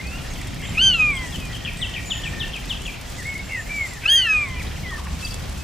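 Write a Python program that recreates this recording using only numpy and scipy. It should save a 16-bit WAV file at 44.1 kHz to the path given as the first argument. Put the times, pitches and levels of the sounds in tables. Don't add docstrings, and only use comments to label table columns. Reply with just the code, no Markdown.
import sys
import numpy as np
from scipy import signal
from scipy.io import wavfile
from scipy.ndimage import uniform_filter1d

SR = 44100
rng = np.random.default_rng(int(sys.argv[2]) if len(sys.argv) > 2 else 0)


def gain_from_decibels(decibels):
    exponent = np.asarray(decibels, float) / 20
    return 10 ** exponent


def wrap_up_sound(samples):
    columns = np.atleast_2d(samples).T
    tamed = np.clip(columns, -1, 1)
    steps = np.round(tamed * 32767).astype(np.int16)
    wavfile.write(sys.argv[1], SR, steps)


N = 248283


def in_time(rows):
    s, *columns = np.transpose(rows)
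    return [np.interp(np.arange(N) / SR, s, c) for c in columns]


def at_hz(points, hz):
    table_hz, value = np.array(points)[:, 0], np.array(points)[:, 1]
    return np.interp(np.log(hz), np.log(table_hz), value)


def rms_one(x):
    return x / np.sqrt(np.mean(x ** 2) + 1e-20)


def drift(rate_hz):
    r = np.exp(-80 * np.pi * rate_hz / SR)
    slow = signal.lfilter([1], [1, -2 * r, r * r], rng.standard_normal(N // 40 + 2002))[2000:]
    return np.interp(np.arange(N) / 40, np.arange(len(slow)), rms_one(slow))


def band(x, low_hz, high_hz):
    return signal.sosfilt(signal.butter(2, [low_hz, high_hz], "band", fs=SR, output="sos"), x)


def pan(x, left_db):
    return x * gain_from_decibels(np.array([[left_db / 2], [-left_db / 2]]))


def breaks(rows):
    t = np.arange(N) / SR
    return sum(db * np.exp(-((t - s) / width_s) ** 2) for s, width_s, db in rows)


def flares(rows, floor_db):
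    t = np.arange(N) / SR
    peaks = [db - np.where(t < s, rise * (s - t), fall * (t - s)) for s, db, rise, fall in rows]
    return np.max(peaks + [t * 0 + floor_db], axis=0)


def sounding(tables, fade_s):
    on = np.zeros(N)
    for rows in tables:
        on[round(rows[0][0] * SR):round(rows[-1][0] * SR)] = 1
    return uniform_filter1d(on, max(2, round(fade_s * SR)))


def shaped(rows, start, end):
    return [(s, length, start * hz, hz, end * hz, db) for s, length, hz, db in rows]


def straight(rows):
    return [(s, length, first, (first + last) / 2, last, db) for s, length, first, last, db in rows]


def notes(rows, swell, flutter_db, flutter_hz, wobble):
    out, shake = np.zeros(N), 1 + wobble * drift(flutter_hz)
    for s, length, first, middle, last, db in rows:
        u = np.arange(round(length * SR)) / (length * SR)
        at = round(s * SR) + np.arange(len(u))
        hz = first * (1 - u) * (1 - 2 * u) + 4 * middle * u * (1 - u) + last * u * (2 * u - 1)
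        tone = np.sin(2 * np.pi * np.cumsum(hz * shake[at]) / SR)
        out[at] += gain_from_decibels(db) * np.sin(np.pi * u) ** swell * tone
    return out * gain_from_decibels(flutter_db * drift(flutter_hz))


def warbles(rows, per_s, sweep_hz, gate, flutter_db, rasp):
    out, shake = np.zeros(N), 1 + rasp * drift(250)
    for s, length, first, last, db in rows:
        t = np.arange(round(length * SR)) / SR
        at = round(s * SR) + np.arange(len(t))
        cycle = (t * per_s * rng.uniform(0.98, 1.08)) % 1
        hz = first + (last - first) * np.sqrt(t / length) + sweep_hz * (cycle - .5)
        shape = np.sin(np.pi * cycle) ** gate * np.sin(np.pi * t / length) ** 0.043
        out[at] += gain_from_decibels(db) * shape * np.sin(2 * np.pi * np.cumsum(hz * shake[at]) / SR)
    return out * gain_from_decibels(flutter_db * drift(32))


def banded_noise(spectrum, patchy_db):
    # hz, correlation
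    likeness = [(25, 0.88), (90, 0.97), (180, 0.65), (350, 0.045), (700, 0.25), (1500, 0.55), (4000, 0.65),
                (12000, 0.079)]
    # hz, left_minus_right_db
    balance_db = [(30, -.8), (90, -1), (180, 2.5), (700, 0), (1500, -0.5), (12000, 0)]
    out, together = 0, drift(7.8)
    edges_hz = np.geomspace(18, 16500, 21)
    white = rng.standard_normal((2, 2, N))
    for k, (low, high) in enumerate(zip(edges_hz, edges_hz[1:])):
        hz = np.sqrt(low * high)
        if spectrum[0][0] < hz < spectrum[-1][0]:
            mid, side = band(white[k % 2], low, high)
            alike = np.clip(at_hz(likeness, hz), -1, 1)
            gain = gain_from_decibels(at_hz(spectrum, hz) + patchy_db * (1.02 * together + drift(13.5)))
            pair = np.sqrt(1 + alike) * mid + np.sqrt(1 - alike) * side * [[1], [-1]]
            out = out + pan(gain * pair, at_hz(balance_db, hz))
    return rms_one(out)


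def wind():
    # s, rumble_db
    strength = [(0.0, -29), (.99, -28), (1.91, -32), (2.37, -30), (2.96, -33), (4.31, -36), (4.59, -31.5),
                (5.63, -31)]
    # hz, db_per_hz
    rumble = [(12, -38), (20, -3), (41, -0.5), (59, -2), (97, -6.5), (139, -5.5), (211, -15), (269, -11.5),
              (312, -19.5), (500, -26), (650, -27.5), (1100, -120)]
    # hz, db_per_hz
    leaves = [(180, -57), (300, -3), (508, -4.5), (583, -3.5), (695, -1.5), (904, -4.5), (2660, -7),
              (3920, -11), (6000, -13), (7800, -77), (13200, -120)]
    # hz, db_per_hz
    hiss = [(2060, -50), (3500, -10.5), (4010, -20), (4520, 4), (5980, -1), (6480, 6), (8370, -4.5),
            (13300, -4.5), (15500, -9)]
    # s, width_s, change_db
    lull = [(4.48, .1, -2.5)]
    wind_db, = in_time(strength)
    leaves_db = -40 + 0.16 * (wind_db - wind_db.mean())
    air = gain_from_decibels(wind_db) * banded_noise(rumble, patchy_db=1.0)
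    air += gain_from_decibels(leaves_db) * banded_noise(leaves, patchy_db=.9)
    return air + gain_from_decibels(-45 + breaks(lull)) * banded_noise(hiss, patchy_db=1.3)


def hums():
    # hz, width_hz, level_db
    drones = [(510, 20, -61), (688, 25, -60.5), (822, 20, -61)]
    out = 0
    for hz, width_hz, db in drones:
        swell = gain_from_decibels(db + 2.5 * drift(1.5))
        out = out + swell * rms_one(band(rng.standard_normal((2, N)), hz - width_hz / 2, hz + width_hz / 2))
    return out


def engine():
    # s, firing_hz, level_db
    idle = [(0, 23.15, -116), (4.3, 23.35, -50.5), (4.58, 24.03, -37.5), (5.1, 23.92, -38.5),
            (5.63, 24, -39.5)]
    # multiple, level_db
    orders = [(1, -11), (2, -0.5), (3, 5), (4, -6), (5, -27), (7, -11)]
    hz, db = in_time(idle)
    phase = 2 * np.pi * np.cumsum(hz * (1 + 0.016 * drift(3.24))) / SR
    return sum(gain_from_decibels(db + order_db + 3.2 * drift(5)) * np.sin(round(k) * phase + k) for k, order_db in orders)


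def gusts():
    # peak_s, peak_db, rise_db_per_s, fall_db_per_s
    leaf_gusts = [
        (4.63, -46, 300, 83),
        (4.96, -50.5, 40, 3),
        (5.28, -38, 128, 100),
    ]
    # peak_s, peak_db, rise_db_per_s, fall_db_per_s
    stir = [(4.95, -53, 40, 12), (5.3, -53, 20, 30)]
    still_db = -71
    leaf = rms_one(band(rng.standard_normal((2, N)), 2500, 9900))
    branch = rms_one(band(rng.standard_normal((2, N)), 750, 1200))
    return gain_from_decibels(flares(leaf_gusts, still_db) + 4.1 * drift(60)) * leaf + gain_from_decibels(flares(stir, still_db)) * branch


def drops():
    # s, peak_db
    large = [(0.07, -36), (0.336, -33), (0.414, -31), (0.471, -31), (.5447, -35), (.616, -36), (.7836, -33),
             (1.1034, -35), (1.5524, -36), (1.7335, -35), (2.8674, -33), (3.0121, -37), (3.1004, -36),
             (3.267, -34), (3.3403, -34), (3.3792, -33), (3.86, -36), (3.873, -36), (3.934, -32),
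             (4.2682, -34), (4.4862, -37), (4.6279, -33), (4.9067, -36), (5.4949, -33), (5.5772, -35),
             (.6933, -36), (1.0081, -33), (1.1671, -34), (1.307, -37), (1.358, -32), (1.4012, -32),
             (1.4527, -32), (1.568, -34), (1.771, -31), (1.8951, -36), (2.2189, -35), (2.4803, -36),
             (2.5628, -32), (2.6555, -33), (2.722, -36.5), (2.818, -31), (3.121, -32.5), (3.2031, -33),
             (3.2281, -34), (3.52, -35), (3.6022, -39), (3.76, -41), (3.91, -37), (3.9889, -42),
             (4.9814, -37), (5.2465, -37)]
    s, peak_db = np.transpose(large)
    hits = (rng.random(N) < 16 / SR) * gain_from_decibels(-49 + 3.5 * rng.standard_normal(N))
    hits[np.round(s * SR).astype(int)] = gain_from_decibels(peak_db - 4.0)
    puff = signal.lfilter([1], [1, -np.exp(-1 / (.0045 * SR))], hits)
    noise = rng.standard_normal((2, N))
    leaf = signal.lfilter([1], [1, -.2], noise[0] + 0.1 * noise[1] * np.array([[1], [-1]]))
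    return puff * rms_one(band(leaf, 3800, 10800))


def chatter():
    # peak_s, peak_db, rise_db_per_s, fall_db_per_s
    flare_ups = [
        (.3, -48.5, 32, 1),
        (.65, -42.5, 56, 33),
        (.85, -46, 27, 22),
        (4.1, -43, 123, 40),
        (4.89, -53, 100, 250),
    ]
    start, pitch, glide, size = rng.random((4, 1800))
    first = 1700 + 1900 * pitch
    last = first * (.8 + 0.404 * glide)
    start_s, length_s = start * (N / SR - .05), .005 + 0.0077 * size
    rows = np.transpose([start_s, length_s, first, (first + last) / 2, last, 5 * size])
    return gain_from_decibels(flares(flare_ups, -68)) * notes(rows, swell=0.4, flutter_db=2.0, flutter_hz=61, wobble=.01)


def far_birds():
    # start_s, length_s, first_hz, last_hz, level_db
    glides = [(0.0, 0.017, 2040, 2170, -37), (.032, 0.15, 2396, 2875, -41.5),
              (.132, 0.037, 1350, 1400, -49), (.15, .055, 2520, 2430, -49), (.18, .035, 2850, 3000, -49),
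              (.25, .03, 1780, 1920, -48), (1.26, 0.12, 2900, 2650, -50), (3.182, 0.047, 2090, 1727, -40.5),
              (3.491, 0.025, 2560, 2800, -41), (3.515, .035, 2820, 2650, -43), (3.55, .04, 2540, 2580, -46),
              (3.66, .02, 2050, 2150, -47), (3.693, .017, 1780, 1640, -45), (3.902, 0.087, 2093, 1730, -45),
              (4.555, 0.04, 2420, 2330, -40), (4.5, .09, 3150, 2900, -51), (4.595, .0274, 2640, 1765, -37),
              (4.027, .022, 2250, 2620, -40), (4.17, .08, 1800, 1880, -46), (4.29, .065, 1650, 1470, -47),
              (4.385, .11, 2150, 1940, -46), (.635, .012, 2050, 2150, -44), (5.226, .044, 2636, 2624, -36),
              (5.542, .085, 2613, 2560, -50.5)]
    # start_s, length_s, pitch_hz, level_db
    gulps = [
        (4.909, .026, 1150, -42),
        (4.98, .028, 1100, -41),
        (5.058, .022, 1060, -40.5),
    ]
    # start_s, length_s, pitch_hz, level_db
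    trills = [(1.489, 0.053, 1960, -41.5), (1.616, 0.072, 1906, -43), (1.793, .077, 1960, -39.5),
              (1.946, 0.094, 1925, -40.5), (2.128, .154, 1876, -40), (2.326, .15, 1850, -37)]
    sag_hz_per_s = 410
    far = notes(straight(glides) + shaped(gulps, 1.12, 0.78),
                swell=0.057, flutter_db=1.0, flutter_hz=45, wobble=0.0031) * gain_from_decibels(4.5)
    sagging = [(s, length, hz, hz - sag_hz_per_s * length, db) for s, length, hz, db in trills]
    far += warbles(sagging, per_s=47, sweep_hz=90, gate=0.43, flutter_db=3.0, rasp=0.014) * gain_from_decibels(2)
    return far + chatter()


def thin_notes():
    # start_s, length_s, pitch_hz, level_db
    high = [(.3, 0.032, 6400, -49), (.63, 0.078, 7330, -48.5), (.787, .07, 8100, -50),
            (.93, 0.13, 7160, -50), (1.11, 0.069, 8030, -47.5), (1.765, 0.066, 8180, -48.5),
            (2.055, .14, 6990, -43), (2.24, 0.061, 7660, -48), (2.83, 0.048, 6860, -50),
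            (3.27, 0.054, 7650, -47.5), (3.42, 0.073, 7350, -51), (3.58, 0.058, 7180, -49),
            (3.74, 0.19, 7370, -48), (4.33, 0.12, 7750, -50)]
    return notes(shaped(high, 1.008, .995), swell=.2, flutter_db=4, flutter_hz=160, wobble=.011) * gain_from_decibels(3.5)


def twitter():
    # start_s, length_s, first_hz, last_hz, level_db
    quick = [(.067, 0.02, 4660, 4330, -56), (.378, .013, 4450, 4230, -59), (.356, .008, 3150, 3000, -58),
             (1.187, 0.011, 4800, 4250, -59), (1.524, 0.012, 5000, 4080, -60),
             (4.742, 0.018, 2030, 1630, -59), (4.71, .012, 1900, 1700, -60), (4.64, .012, 2000, 2050, -60),
             (4.772, .015, 2330, 1730, -59), (4.862, 0.012, 3100, 3330, -60),
             (4.892, 0.015, 3120, 3570, -54), (5.069, 0.0049, 2260, 1280, -48),
             (5.066, .005, 3300, 2300, -56), (4.87, .03, 2900, 3400, -60), (5.08, 0.011, 2660, 2600, -53),
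             (5.192, .024, 4430, 4420, -56), (5.211, 0.0092, 3550, 3100, -54),
             (5.249, 0.0096, 4950, 4500, -39), (5.268, .016, 3420, 3020, -51),
             (5.306, 0.0078, 4400, 5200, -46.5), (5.312, 0.014, 5060, 4330, -49),
             (5.326, 0.013, 3530, 3270, -52.5)]
    # start_s, pitch_hz, level_db
    pips = [(4.618, 3800, -54), (4.666, 3600, -52), (4.711, 3300, -52), (4.758, 2950, -53)]
    rising = shaped([(s, 0.012, hz, db) for s, hz, db in pips], 0.82, 1.1)
    return notes(straight(quick) + rising, swell=0.31, flutter_db=2.5, flutter_hz=90, wobble=0.0087) * gain_from_decibels(15.5)


def whistles():
    # s, pitch_hz, level_db
    calls = [
        [(1.385, 2620, -50), (1.41, 2560, -41), (1.45, 2470, -39), (1.49, 2380, -42)],
        [(3.243, 1900, -43), (3.262, 2188, -29.5), (3.404, 2200, -31), (3.45, 2154, -65)],
        [(3.49, 2220, -39), (3.524, 2196, -26.5), (3.585, 1870, -28), (3.615, 1733, -33.5)],
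        [(3.69, 2220, -36), (3.712, 2363, -27.5), (3.78, 2280, -25.5), (3.86, 2076, -28), (3.875, 1880, -36)],
        [(4.035, 1525, -42), (4.13, 1796, -28), (4.2, 2025, -36.5), (4.245, 2014, -34), (4.275, 1770, -26),
         (4.31, 1700, -31), (4.34, 1600, -36)],
        [(4.833, 2270, -42), (4.862, 2010, -36), (4.905, 1960, -35), (4.918, 1890, -34), (4.96, 1790, -36),
         (4.978, 1740, -46)],
    ]
    # first_s, spacing_s, count, depth_db
    stutters = [(3.347, 0.0348, 2, -12.5), (3.504, .013, 4, -11.5), (3.57, 0.018, 1, -8),
                (4.122, .008, 1, -13.5), (4.165, .016, 5, -3), (4.91, .02, 1, -6)]
    hz, db = in_time(np.concatenate(calls))
    catch = breaks([(s + k * gap_s, 0.2 * gap_s, depth_db)
                    for s, gap_s, count, depth_db in stutters for k in range(round(count))])
    hz = uniform_filter1d(hz, round(.014 * SR))
    hz = hz * (1 + 0.0079 * catch + 0.0028 * drift(54))
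    level = np.sqrt(2) * gain_from_decibels(db + catch + 2.1 * drift(72))
    return level * np.sin(2 * np.pi * np.cumsum(hz) / SR) * sounding(calls, 0.0099)


def burrs():
    # start_s, level_db
    starts = [(1.649, -34.5), (1.939, -34), (2.235, -34.5), (2.533, -35.5), (2.853, -36.5)]
    # delay_s, length_s, first_hz, middle_hz, last_hz, change_db
    strokes = [
        (0, .004, 2950, 3200, 3400, 1.5),
        (.004, .013, 3400, 3050, 2500, .3),
        (.02, .015, 2900, 2550, 2350, .3),
        (.035, .015, 2650, 2400, 2250, -1.5),
    ]
    slip_s = .0015
    rows = [(s + lag + slip_s * rng.normal() * (lag > .01), length, first, middle, last,
             db + change + rng.normal())
            for s, db in starts for lag, length, first, middle, last, change in strokes]
    return notes(rows, swell=.4, flutter_db=2.5, flutter_hz=250, wobble=.022)


def chips():
    # start_s, pitch_hz, level_db
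    full_chips = [(1.805, 3070, -29.5), (2.095, 2970, -30), (2.391, 3080, -29.5), (2.687, 3034, -29.5)]
    # start_s, length_s, pitch_hz, level_db
    warm_up = [(.628, 0.041, 3250, -44.5), (.931, 0.028, 3270, -39), (1.15, .018, 3400, -46),
               (1.163, .026, 3200, -37.5), (1.32, .028, 3300, -41), (1.342, 0.026, 3050, -37),
               (1.526, .016, 3150, -44), (1.537, 0.021, 3130, -37.5), (1.56, .016, 3200, -44)]
    full = shaped([(s, .054, hz, db) for s, hz, db in full_chips], 1.42, .85)
    out = notes(shaped(warm_up, 1.03, .9) + full, swell=.9, flutter_db=2, flutter_hz=80, wobble=.003)
    out = band(band(out, 2300, 3550), 2600, 4300)
    out *= gain_from_decibels(9 + breaks([(s + .035, 0.0046, -8.5) for s, hz, db in full_chips]))
    return out + burrs() * gain_from_decibels(7.0)


def squeal():
    # s, pitch_hz, second_partial_db, brightness_db_per_partial_above_3rd
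    calls = [
        [(.772, 1207, -19, -1), (.806, 1477, -16, -1), (.83, 1575, -14.5, -1.5), (.885, 1557, -14, -1.5),
         (.985, 1295, -24.5, -.6), (1.002, 1260, -14.5, -4), (1.104, 1185, -20.5, -3), (1.142, 1086, -29, -.6),
         (1.37, 885, -51, -.6)],
        [(4.055, 1240, -21, .6), (4.1, 1598, -15, -.6), (4.14, 1632, -11.5, .3), (4.204, 1548, -17.5, .6),
         (4.285, 1300, -24.5, 2.5), (4.298, 1288, -16.5, .3), (4.433, 1178, -23, -1.5), (4.472, 1073, -37, -.6),
         (4.6, 975, -45, -.6)],
    ]
    upper = [(1, -20.5, -0.82), (3, -11.5, -0.5), (4, -21.5, 0.8), (5, -29, 1.5), (6, -28.5, 0.5),
             (7, -38, 2.5), (8, -34, 4.5), (9, -40, 3)]
    # hz, db
    throat = [(1000, -5), (1500, -0.5), (1640, -3.5), (3600, -25), (4400, -4.5), (4900, -10), (5250, 6),
              (5550, -32), (5950, -8), (6300, 8.5), (7000, -10), (8300, -12.5), (9400, 5), (14500, -7)]
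    # s, width_s, change_db
    voice_breaks = [(.789, .001, -15), (.845, .007, 1), (.923, 0.0044, -4), (.948, .008, 3.5),
                    (.978, .013, -4), (1.23, .04, 4), (1.003, .012, 1.5), (4.062, 0.0045, 6.5),
                    (4.073, .004, -15), (4.143, .012, -2.5), (4.34, 0.027, 1.5), (4.525, .025, 3.5)]
    # multiple, s, width_s, change_db
    falters = [(1, .803, .006, -12), (1, .93, .014, -11), (1, 1.17, .04, -3), (1, 1.37, .11, -14),
               (1, 4.085, .006, -6), (1, 4.155, .035, -7), (1, 4.228, .012, -18), (1, 4.207, .01, 5),
               (1, 4.59, .03, -3), (1, 1.25, .05, -4), (1, 4.3, .025, 3), (1, 4.52, .04, -4),
               (3, 4.122, .008, -9), (3, 4.145, .01, -13), (3, 4.19, .02, 3), (3, 4.312, .006, -9),
               (4, 4.088, .01, -12), (4, .8, .012, -10), (4, .86, .05, 2.5), (8, .86, .08, -12),
               (9, .86, .08, -12), (5, 4.066, .006, 6)]
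    hz, second_db, bright_db = in_time(np.concatenate(calls))
    hz = uniform_filter1d(hz, round(.02 * SR))
    effort_db = second_db + 14
    second_db = second_db + breaks(voice_breaks) + .7 * drift(70)
    rasp_s, rasp_db = .03, 1.5
    onset = breaks([(rows[0][0] + rasp_s, rasp_s, 1) for rows in calls])
    second_db = second_db + rasp_db * onset * drift(210)
    phase = 2 * np.pi * np.cumsum(hz * (1 + 0.001 * drift(62))) / SR
    out = gain_from_decibels(second_db) * np.sin(2 * phase)
    for multiple, db, growth in upper:
        k = round(multiple)
        colour_db = at_hz(throat, k * hz) + 1.2 * drift(25) + bright_db * max(k - 3, 0)
        colour_db = colour_db + breaks([row[1:] for row in falters if round(row[0]) == k])
        out += gain_from_decibels(second_db + growth * effort_db + db + colour_db) * np.sin(k * phase)
    air = rms_one(band(rng.standard_normal(N), 2150, 2730))
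    breath = gain_from_decibels(second_db - 38 - .5 * effort_db) * air
    scratch = gain_from_decibels(-33) * breaks([(rows[0][0] - .016, .018, 1) for rows in calls]) * air
    return (np.sqrt(2) * out + breath) * sounding(calls, 0.0074) + scratch


def trees(x, t60_s):
    t = np.arange(SR // 2) / SR
    clumps = gain_from_decibels(2.5 * drift(40)[:len(t)])
    tail = rng.standard_normal((2, len(t))) * clumps * gain_from_decibels(-60 * t / t60_s) * (1 - np.exp(-t / 0.0025))
    tail = (tail + 0.54 * tail[::-1]) / np.sqrt(np.sum(tail ** 2))
    return signal.fftconvolve(x[None], tail, axes=1)[:, :N]


def scene():
    near, song, left_bird = squeal(), whistles(), chips()
    far, quick, thin = far_birds(), twitter(), thin_notes()
    lead = 0.31 * np.gradient(near + song) * [[1], [-1]]
    birds = lead + pan(near, -0.15) + pan(song, 0.72) + pan(left_bird, 4.5)
    birds = birds + pan(far, .3) + pan(quick, 1.1) + pan(thin, .3)
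    sent = gain_from_decibels(-16) * near + gain_from_decibels(-13.5) * song + gain_from_decibels(-2) * left_bird
    sent = sent + gain_from_decibels(-2.5) * (far + thin) + gain_from_decibels(-8) * quick
    return birds + trees(sent, t60_s=.5) + wind() + gusts() + drops() + engine() + hums()


def band_limit(x):
    return signal.sosfilt(signal.butter(12, 15760, fs=SR, output="sos"), x)


def record(dry):
    no_bass = signal.sosfilt(signal.butter(2, 30, "high", fs=SR, output="sos"), dry)
    mix = signal.sosfilt(signal.cheby2(16, 52, 15800, fs=SR, output="sos"), no_bass)
    return band_limit(mix)


dry = scene()
out = record(dry)
wrap_up_sound(out)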